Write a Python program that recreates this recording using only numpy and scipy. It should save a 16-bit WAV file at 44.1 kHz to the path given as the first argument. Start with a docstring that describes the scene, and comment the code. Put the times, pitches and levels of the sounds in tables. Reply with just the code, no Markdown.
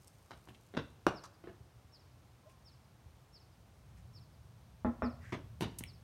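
"""Knock and run, from the drive

A child in sneakers runs over sandy concrete and up two steps into an arched porch: heels thud, soles
slap, grit crunches. Two bangs of a fist set the front door booming; the child spins round and scrambles
away. A small bird repeats one falling chirp between the houses, over low rumble and one far-off hoot."""
import sys
import numpy as np
from scipy import signal
from scipy.fft import rfft, irfft
from scipy.io import wavfile
from scipy.ndimage import uniform_filter1d

SR = 44100
rng = np.random.default_rng(int(sys.argv[2]) if len(sys.argv) > 2 else 0)


def bounce(signal):
    """Save signal as a 16-bit WAV file at the path given by the first command-line argument."""
    frames = np.transpose(np.atleast_2d(signal))
    limited = np.clip(frames, -1, 1)
    pcm = np.round(limited * 32767).astype(np.int16)
    wavfile.write(sys.argv[1], SR, pcm)


N = 266187
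TIME = np.arange(N) / SR
AGE = TIME[:SR // 2]   # seconds since the start of one short sound

# spectrum of the open-air hush: f/Hz, relative level/dB
AIR_SPECTRUM = [(60, -2), (200, 3), (400, -1.5), (750, -2), (1100, -4.5), (1800, -11), (4000, -14.5),
                (7000, -17.5), (10000, -17.5), (16000, -24)]
# spectrum of the neighbourhood rumble: f/Hz, relative level/dB
RUMBLE_SPECTRUM = [(20, -58.5), (35, -22.5), (55, -1), (75, -0.5), (120, 0), (150, -7.5), (220, -18.5),
                   (400, -45), (1500, -51.5)]
# floor of the rumble, which its mean rides above: t/s, level/dB
RUMBLE_FLOOR = [(0.0, -67), (3.55, -66.5), (4.0, -58.5), (4.72, -61.5), (5.09, -56.5), (5.65, -56),
                (6.04, -59.5)]
# tones of a far-off hoot: start/s, end/s, f/Hz, level/dB
HOOT_TONES = [(2.421, 2.595, 1044, -72), (2.454, 2.495, 614, -59.5)]
# the bird's chirps: t/s, level/dB
CHIRP_TIMES = [(1.144, -54.5), (1.919, -58.5), (2.645, -59), (3.327, -57), (4.135, -57.5), (5.023, -55.5),
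               (5.858, -56.5)]
# course of one chirp: share of its length, f/Hz, relative level/dB
CHIRP_SHAPE = [(0, 5330, -26), (.1, 5440, -13), (.2, 5510, -17), (0.339, 5410, -5.5), (.52, 5015, -5),
               (.72, 4540, -7.5), (.86, 4340, -11), (1, 3930, -16)]
# echoes off the houses: delay/s, level/dB, smear/s
HOUSE_ECHOES = [(.007, -3.5, 0.011), (0.055, -8.5, 0.018), (0.099, -18, .02), (.168, -19, .012)]
# echo of the porch: f/Hz, early t60/s, relative level/dB
PORCH_ECHO = [(100, 0.19, 9.5), (257, 0.28, -0.5), (600, 0.23, -6), (1510, 0.24, -3.5), (4000, 0.21, 3.5),
              (8000, 0.19, -3.5), (15500, 0.044, 1)]
# shoe drags: t/s, length/s, rubber level/dB, rubber f/Hz, sand level/dB, sand f/Hz
SHOE_DRAGS = [(0.072, 0.013, -75, 4350, -55.5, 7600), (0.482, 0.026, -64, 2720, -68, 9000),
              (.545, 0.016, -65, 2700, -75, 7000), (1.234, 0.037, -54, 1050, -58.5, 5250),
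              (2.489, 0.047, -76.5, 2500, -73, 7000), (3.968, .045, -74.5, 1950, -74, 7000),
              (5.204, 0.17, -60.5, 1670, -74.5, 6400), (5.321, 0.038, -46, 1980, -67, 6000),
              (5.601, 0.047, -72, 2800, -54, 9000), (5.784, 0.021, -60, 2620, -44.5, 9900)]
# pebbles snapping underfoot: t/s, level/dB
PEBBLE_SNAPS = [(5.6085, -47), (5.8374, -45.5)]
# spectrum of a snap: f/Hz, relative level/dB
PEBBLE_SPECTRUM = [(500, -26), (1400, -3), (2100, 11), (3100, 9), (5000, -21), (9000, 1), (12000, -6),
                   (16000, -8)]
# spectrum of sand crushed on concrete: f/Hz, relative level/dB
GRIT_SPECTRUM = [(300, 4), (1300, -1.5), (2000, 1), (2500, -2), (3900, -4), (4700, -8.5), (5800, -9.5),
                 (7400, -14), (9000, -10), (12000, -4), (16000, -37)]
# modes of the heel's thud: f/Hz, relative level/dB, t60/s
HEEL_MODES = [(100, -35, .07), (182, -5, 0.08), (319, 5, 0.029), (442, 5, 0.016), (561, 2, 0.034)]
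# modes of the sole's slap: f/Hz, relative level/dB, t60/s
SOLE_MODES = [(716, -5.5, 0.02), (950, -0.5, 0.0083), (1050, -1, 0.0072), (1400, -5.5, 0.0076)]
# modes of the body's weight coming down: f/Hz, relative level/dB, t60/s
WEIGHT_MODES = [(73.6, -0.83, 0.15), (105.5, 0, 0.1)]
# footfalls: t/s, heel-to-ball roll/s, slap/dB, thud/dB, grit/dB, top of the grit/Hz, thud pitch ratio
FOOTFALLS = [(0.3083, .0075, -49, -55, -53.5, 6600, 1.1), (.474, 0.013, -55.5, -53, -67, 8000, 1.15),
             (.739, 0.01, -53, -43, -57, 4530, 1.32), (0.7691, 0.005, -37.5, -31.5, -39, 5450, 0.85),
             (1.0664, 0.00079, -24, -22, -33.5, 8300, 1.075), (1.439, 0.034, -54.5, -43.5, -60, 4000, 1.15),
             (5.323, .006, -42, -36, -46.5, 6960, 0.62), (5.608, 0.013, -38.5, -31.5, -39.5, 8000, 0.61),
             (5.806, 0.0022, -57, -43.5, -53, 5000, 0.52)]
# soft treads in the porch, weight alone: t/s, level/dB
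SOFT_TREADS = [(1.606, -50), (1.761, -55), (1.846, -51), (3.059, -48.5)]
# bending modes of the door panel: f/Hz, relative level/dB, t60/s
PANEL_MODES = [(72.8, -10, 0.61), (95.2, -7.5, 0.18), (157, -36, 0.086), (240, 2.5, 0.19),
               (330.6, -17, 0.24), (430.5, -13, 0.14), (629, -18, 0.13), (842, -13.5, 0.11),
               (1103, -14, 0.086), (1347, -21, 0.076)]
# modes of the door's skin under the knuckles: f/Hz, relative level/dB, t60/s
SKIN_MODES = [(444, -12, 0.051), (661, 7.5, 0.013), (814, 1, 0.017), (1020, 3, 0.013), (1190, 2.5, 0.011),
              (1310, -6.5, 0.011), (1680, -6.5, 0.012), (1770, -6, 0.0063), (2500, -2.5, 0.0064),
              (3580, 6.5, 0.0027)]
# fist on the door, two contacts to a bang: t/s, panel level/dB, knuckle level/dB, top of the clack/Hz
FIST_BLOWS = [(4.847, -21.5, -34, 1650), (4.853, -28.5, -51, 1180), (5.021, -60, -31.5, 1730),
              (5.028, -27, -48, 1550)]
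# response of the microphone: f/Hz, level/dB
MIC_RESPONSE = [(6200, 0.5), (7600, -2.5), (9300, -0.5), (10400, -6), (11500, -1), (13000, -2),
                (16000, -2.5)]

HEEL_DB, TOES_DB = (-3, -5, -1), (-7, -7.5, -17)   # against the ball: slap/dB, thud/dB, grit/dB
FLAT_CONTACT_S = 0.00068   # contact time of a dead flat landing


def from_db(db):
    """Decibels to gain."""
    return 10 ** (np.asarray(db) / 20)


def at_hz(points, hz, column=1):
    """Read a table on a log-frequency axis."""
    table = np.array(points)
    return np.interp(np.log(np.maximum(hz, 1)), np.log(table[:, 0]), table[:, column])


def rms_one(x):
    """Scale to unit power."""
    return x / np.sqrt(np.mean(x ** 2) + 1e-20)


def energy_one(x):
    """Scale to unit energy."""
    return x / np.sqrt(np.sum(x ** 2) + 1e-20)


def burst(x, db):
    """Give a short sound the energy of a hundredth of a second at this level."""
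    return from_db(db) * np.sqrt(SR / 100) * energy_one(x)


def add(out, s, x):
    """Mix a sound in at time s."""
    i = max(0, round(s * SR))
    out[i:i + len(x)] += x[:max(0, N - i)]


def through(x, response):
    """Pass a sound through an impulse response."""
    return signal.fftconvolve(x, response)[:len(x)]


def colour(x, spectrum, size=8192):
    """Causal (minimum-phase) filter with the given spectrum."""
    gain = from_db(at_hz(spectrum, np.fft.rfftfreq(size, 1 / SR)))
    cepstrum = irfft(np.log(gain))
    cepstrum[1:size // 2] *= 2
    cepstrum[size // 2 + 1:] = 0
    return through(x, irfft(np.exp(rfft(cepstrum))))


def high_cut(x, hz, order=2):
    """Roll off the treble."""
    return signal.sosfilt(signal.butter(order, hz, fs=SR, output="sos"), x)


def low_cut(x, hz):
    """Roll off the bass."""
    return signal.sosfilt(signal.butter(2, hz, "high", fs=SR, output="sos"), x)


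def ring(modes, vary_db, detune, ratio=1):
    """Damped modes; strength and pitch vary with the spot that is hit."""
    out = 0
    for hz, db, t60 in modes:
        pitch_hz = ratio * hz * (1 + detune * rng.normal())
        decay = from_db(db + vary_db * rng.normal() - 60 * AGE / t60)
        out = out + np.sin(2 * np.pi * pitch_hz * AGE) * decay
    return out


def grains(spread_db, size=len(AGE)):
    """Dense sand grains of very uneven size."""
    return rms_one(rng.standard_normal(size) * from_db(spread_db * np.minimum(rng.exponential(1, size), 4)))


def neighbourhood(air_db=-68, above_floor_db=3.34):
    """All around the microphone: a steady outdoor hush over a slowly swelling rumble."""
    air_noise, rumble_noise = rng.standard_normal((2, N + SR))
    air = rms_one(colour(air_noise, AIR_SPECTRUM)[SR:])
    rumble = rms_one(colour(rumble_noise, RUMBLE_SPECTRUM)[SR:])
    rumble_db = np.interp(TIME, *np.transpose(RUMBLE_FLOOR)) + above_floor_db
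    return from_db(air_db) * air + from_db(rumble_db) * rumble


def hoot(width_hz=22):
    """Far off: two soft, narrow tones, blurred by distance."""
    out = np.zeros(N)
    for s, end_s, hz, db in HOOT_TONES:
        blur = rms_one(high_cut(rng.standard_normal(len(AGE)), width_hz))
        swell = np.sin(np.pi * np.clip(AGE / (end_s - s), 0, 1))
        add(out, s, from_db(db) * np.sqrt(2) * swell * np.sin(2 * np.pi * hz * AGE + blur))
    return out


def bird(chirp_s=.055):
    """Between the houses: a thin whistle hooks over and falls; walls throw it back, smeared."""
    share, pitch_hz, shape_db = np.transpose(CHIRP_SHAPE)
    along = np.arange(0, 1, 1 / (chirp_s * SR))
    phase = 2 * np.pi * np.cumsum(np.interp(along, share, pitch_hz)) / SR
    chirp = np.sqrt(2) * np.sin(phase) * from_db(np.interp(along, share, shape_db))
    song, echoes = np.zeros(N), 0
    for s, db in CHIRP_TIMES:
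        add(song, s, from_db(db) * chirp)
    for delay_s, db, smear_s in HOUSE_ECHOES:
        smear = (AGE > delay_s) * np.exp(-abs(AGE - delay_s) / smear_s)
        echoes = echoes + from_db(db) * energy_one(rng.standard_normal(len(AGE)) * smear)
    return song + through(song, echoes)


def porch(wet_db, street_db=-21, street_t60=0.97, first_s=0.0033, back_wall_s=0.0202, back_wall_db=1):
    """Path to the microphone: direct sound, quick alcove echoes, a back-wall slap, a faint street tail."""
    white, echo = rng.standard_normal((2, len(AGE))), 0
    onset = np.clip(AGE / first_s - .5, 0, 1)
    back_wall = 1 + from_db(back_wall_db) * np.exp(-((AGE - back_wall_s) / 0.005) ** 2) / 2
    street = from_db(street_db - 60 * AGE / street_t60)
    for k, hz in enumerate(50 * 2 ** np.arange(9)):
        octave = signal.butter(2, [hz / 1.4, hz * 1.4], "band", fs=SR, output="sos")
        decay = from_db(-60 * AGE / at_hz(PORCH_ECHO, hz)) + street
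        gain = from_db(at_hz(PORCH_ECHO, hz, column=2))
        echo = echo + signal.sosfilt(octave, white[k % 2]) * decay * gain
    return (AGE == 0) + from_db(wet_db) * energy_one(echo * onset * back_wall)


def drag(centre_hz, width_hz, uneven_db, size=len(AGE)):
    """Grains rubbed through one broad resonance, catching and letting go."""
    radius, angle = np.exp(-np.pi * width_hz / SR), 2 * np.pi * centre_hz / SR
    resonance = [1, 0, -1, 1, -2 * radius * np.cos(angle), radius ** 2]
    hiss = rms_one(signal.sosfilt([resonance, resonance], grains(uneven_db, size)))
    catching = rms_one(uniform_filter1d(rng.standard_normal(size), size=130))
    return hiss * from_db(uneven_db / 2 * catching)


def loose_sand(start_db=-76, fade_db_per_s=7.5, end_s=1):
    """Sand crackles under the run and fades as the child leaves the drive."""
    on_drive = np.clip((end_s - TIME) / .1, 0, 1)
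    crackle = drag(centre_hz=7060, width_hz=13000, uneven_db=8, size=N)
    return on_drive * from_db(start_db - fade_db_per_s * TIME) * crackle


def scuffs():
    """At ground level, with little echo: sliding soles rub and drag sand along, and pebbles snap."""
    out = loose_sand()
    for s, length_s, rubber_db, rubber_hz, sand_db, sand_hz in SHOE_DRAGS:
        rubber = from_db(rubber_db) * drag(rubber_hz, width_hz=0.48 * rubber_hz, uneven_db=4)
        sand = from_db(sand_db) * drag(sand_hz, width_hz=sand_hz, uneven_db=6.5)
        stroke = np.interp(AGE / length_s, [0, .18, .6, 1], [0, 1, .75, 0])
        add(out, s, (rubber + sand) * stroke)
    for s, db in PEBBLE_SNAPS:
        snap = grains(spread_db=1.5) * np.exp(-AGE / 0.0011)
        add(out, s, burst(colour(snap, PEBBLE_SPECTRUM), db))
    return through(out, porch(wet_db=-12.5))


def thump(db):
    """The dull bump of the body's weight."""
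    return burst(low_cut(ring(WEIGHT_MODES, vary_db=1, detune=.05), hz=60), db)


def shoe_contact(levels_db, spread_s, top_hz, ratio, wet_db, grit_rise_s=0.0011, grit_linger_s=0.00033):
    """Sneaker on concrete: the heel thuds, the sole slaps as it rolls flat, sand crunches beneath it."""
    slap_db, thud_db, grit_db = levels_db
    space = porch(wet_db)
    # a flat landing is one clean push; a rolling one is many small contacts
    roll = energy_one(grains(spread_db=5.5) * np.exp(-AGE / spread_s))
    force = (AGE == 0) + 0.61 * roll * np.sqrt(spread_s / 0.0011)
    heel = through(force, ring(HEEL_MODES, vary_db=1, detune=.025, ratio=ratio))
    sole = through(force, ring(SOLE_MODES, vary_db=1, detune=.025))
    crush = (1 - np.exp(-AGE / grit_rise_s)) * np.exp(-AGE / (spread_s + grit_linger_s))
    crunch = burst(grains(spread_db=4.5) * crush, db=0)
    # the clean crack of a flat landing dwindles as the contact spreads
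    crack = burst(AGE == 0, db=6) * (FLAT_CONTACT_S / spread_s) ** 2
    # the thud reaches the microphone more directly than the slap
    thud = through(high_cut(low_cut(heel, hz=160), hz=900), porch(wet_db - 4.5))
    slap = through(high_cut(low_cut(sole, hz=400), hz=2400), space)
    grit = through(high_cut(colour(crack + crunch, GRIT_SPECTRUM), top_hz, order=3), space)
    return burst(thud, thud_db) + burst(slap, slap_db) + burst(grit, grit_db)


def footsteps(in_porch_s=(1.3, 5.7), full_roll_s=.006, toes_lag_s=.017, toes_spread_s=0.0049):
    """Up the drive and back: feet land heel, ball, toes; inside the porch the echo is stronger."""
    out = np.zeros(N)
    for s, roll_s, slap_db, thud_db, grit_db, top_hz, ratio in FOOTFALLS:
        ball_db = np.array([slap_db, thud_db, grit_db])
        wet_db = -0.5 if in_porch_s[0] < s < in_porch_s[1] else -6
        spread_s = FLAT_CONTACT_S + 0.11 * roll_s   # a slower roll spreads each contact
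        rolling = min(roll_s / full_roll_s, 1)   # near 0, a flat landing: the ball takes it all
        heel = shoe_contact(ball_db + HEEL_DB, spread_s, top_hz, ratio, wet_db)
        ball = shoe_contact(ball_db, spread_s, top_hz, ratio, wet_db) + thump(thud_db - 20)
        toes = shoe_contact(ball_db + TOES_DB, toes_spread_s, top_hz, ratio, wet_db)
        add(out, s, rolling * heel)
        add(out, s + roll_s, ball)
        add(out, s + roll_s + toes_lag_s, rolling * toes)
    for s, db in SOFT_TREADS:
        add(out, s, thump(db))
    return out


def door_knocks(give_s=0.0006):
    """Inside the porch: each blow clacks on the door's skin and sets the whole panel booming."""
    out = np.zeros(N)
    boom_space, clack_space = porch(wet_db=-6.5), porch(wet_db=3.0)
    press = 1 - np.exp(-AGE / give_s)   # the fist gives a little first
    for s, panel_db, knuckle_db, top_hz in FIST_BLOWS:
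        boom = ring(PANEL_MODES, vary_db=.7, detune=.002) * press
        skin = ring(SKIN_MODES, vary_db=2, detune=.02) * press
        clack = high_cut(low_cut(skin, hz=350), top_hz, order=3)
        add(out, s, burst(through(boom, boom_space), panel_db))
        add(out, s, burst(through(clack, clack_space), knuckle_db))
    return out


def scene():
    """Everything from one spot on the drive, in mono."""
    return (footsteps() + scuffs() + door_knocks() + bird() + hoot() + neighbourhood())[None]


def record(dry):
    """A small microphone: no deep bass, an uneven treble, and a steep cut at the top."""
    heard = low_cut(colour(dry[0], MIC_RESPONSE), hz=45)
    top_cut = signal.ellip(10, .2, 70, 15900, fs=SR, output="sos")
    return signal.sosfilt(top_cut, heard)[None]


dry = scene()
out = record(dry)
bounce(out)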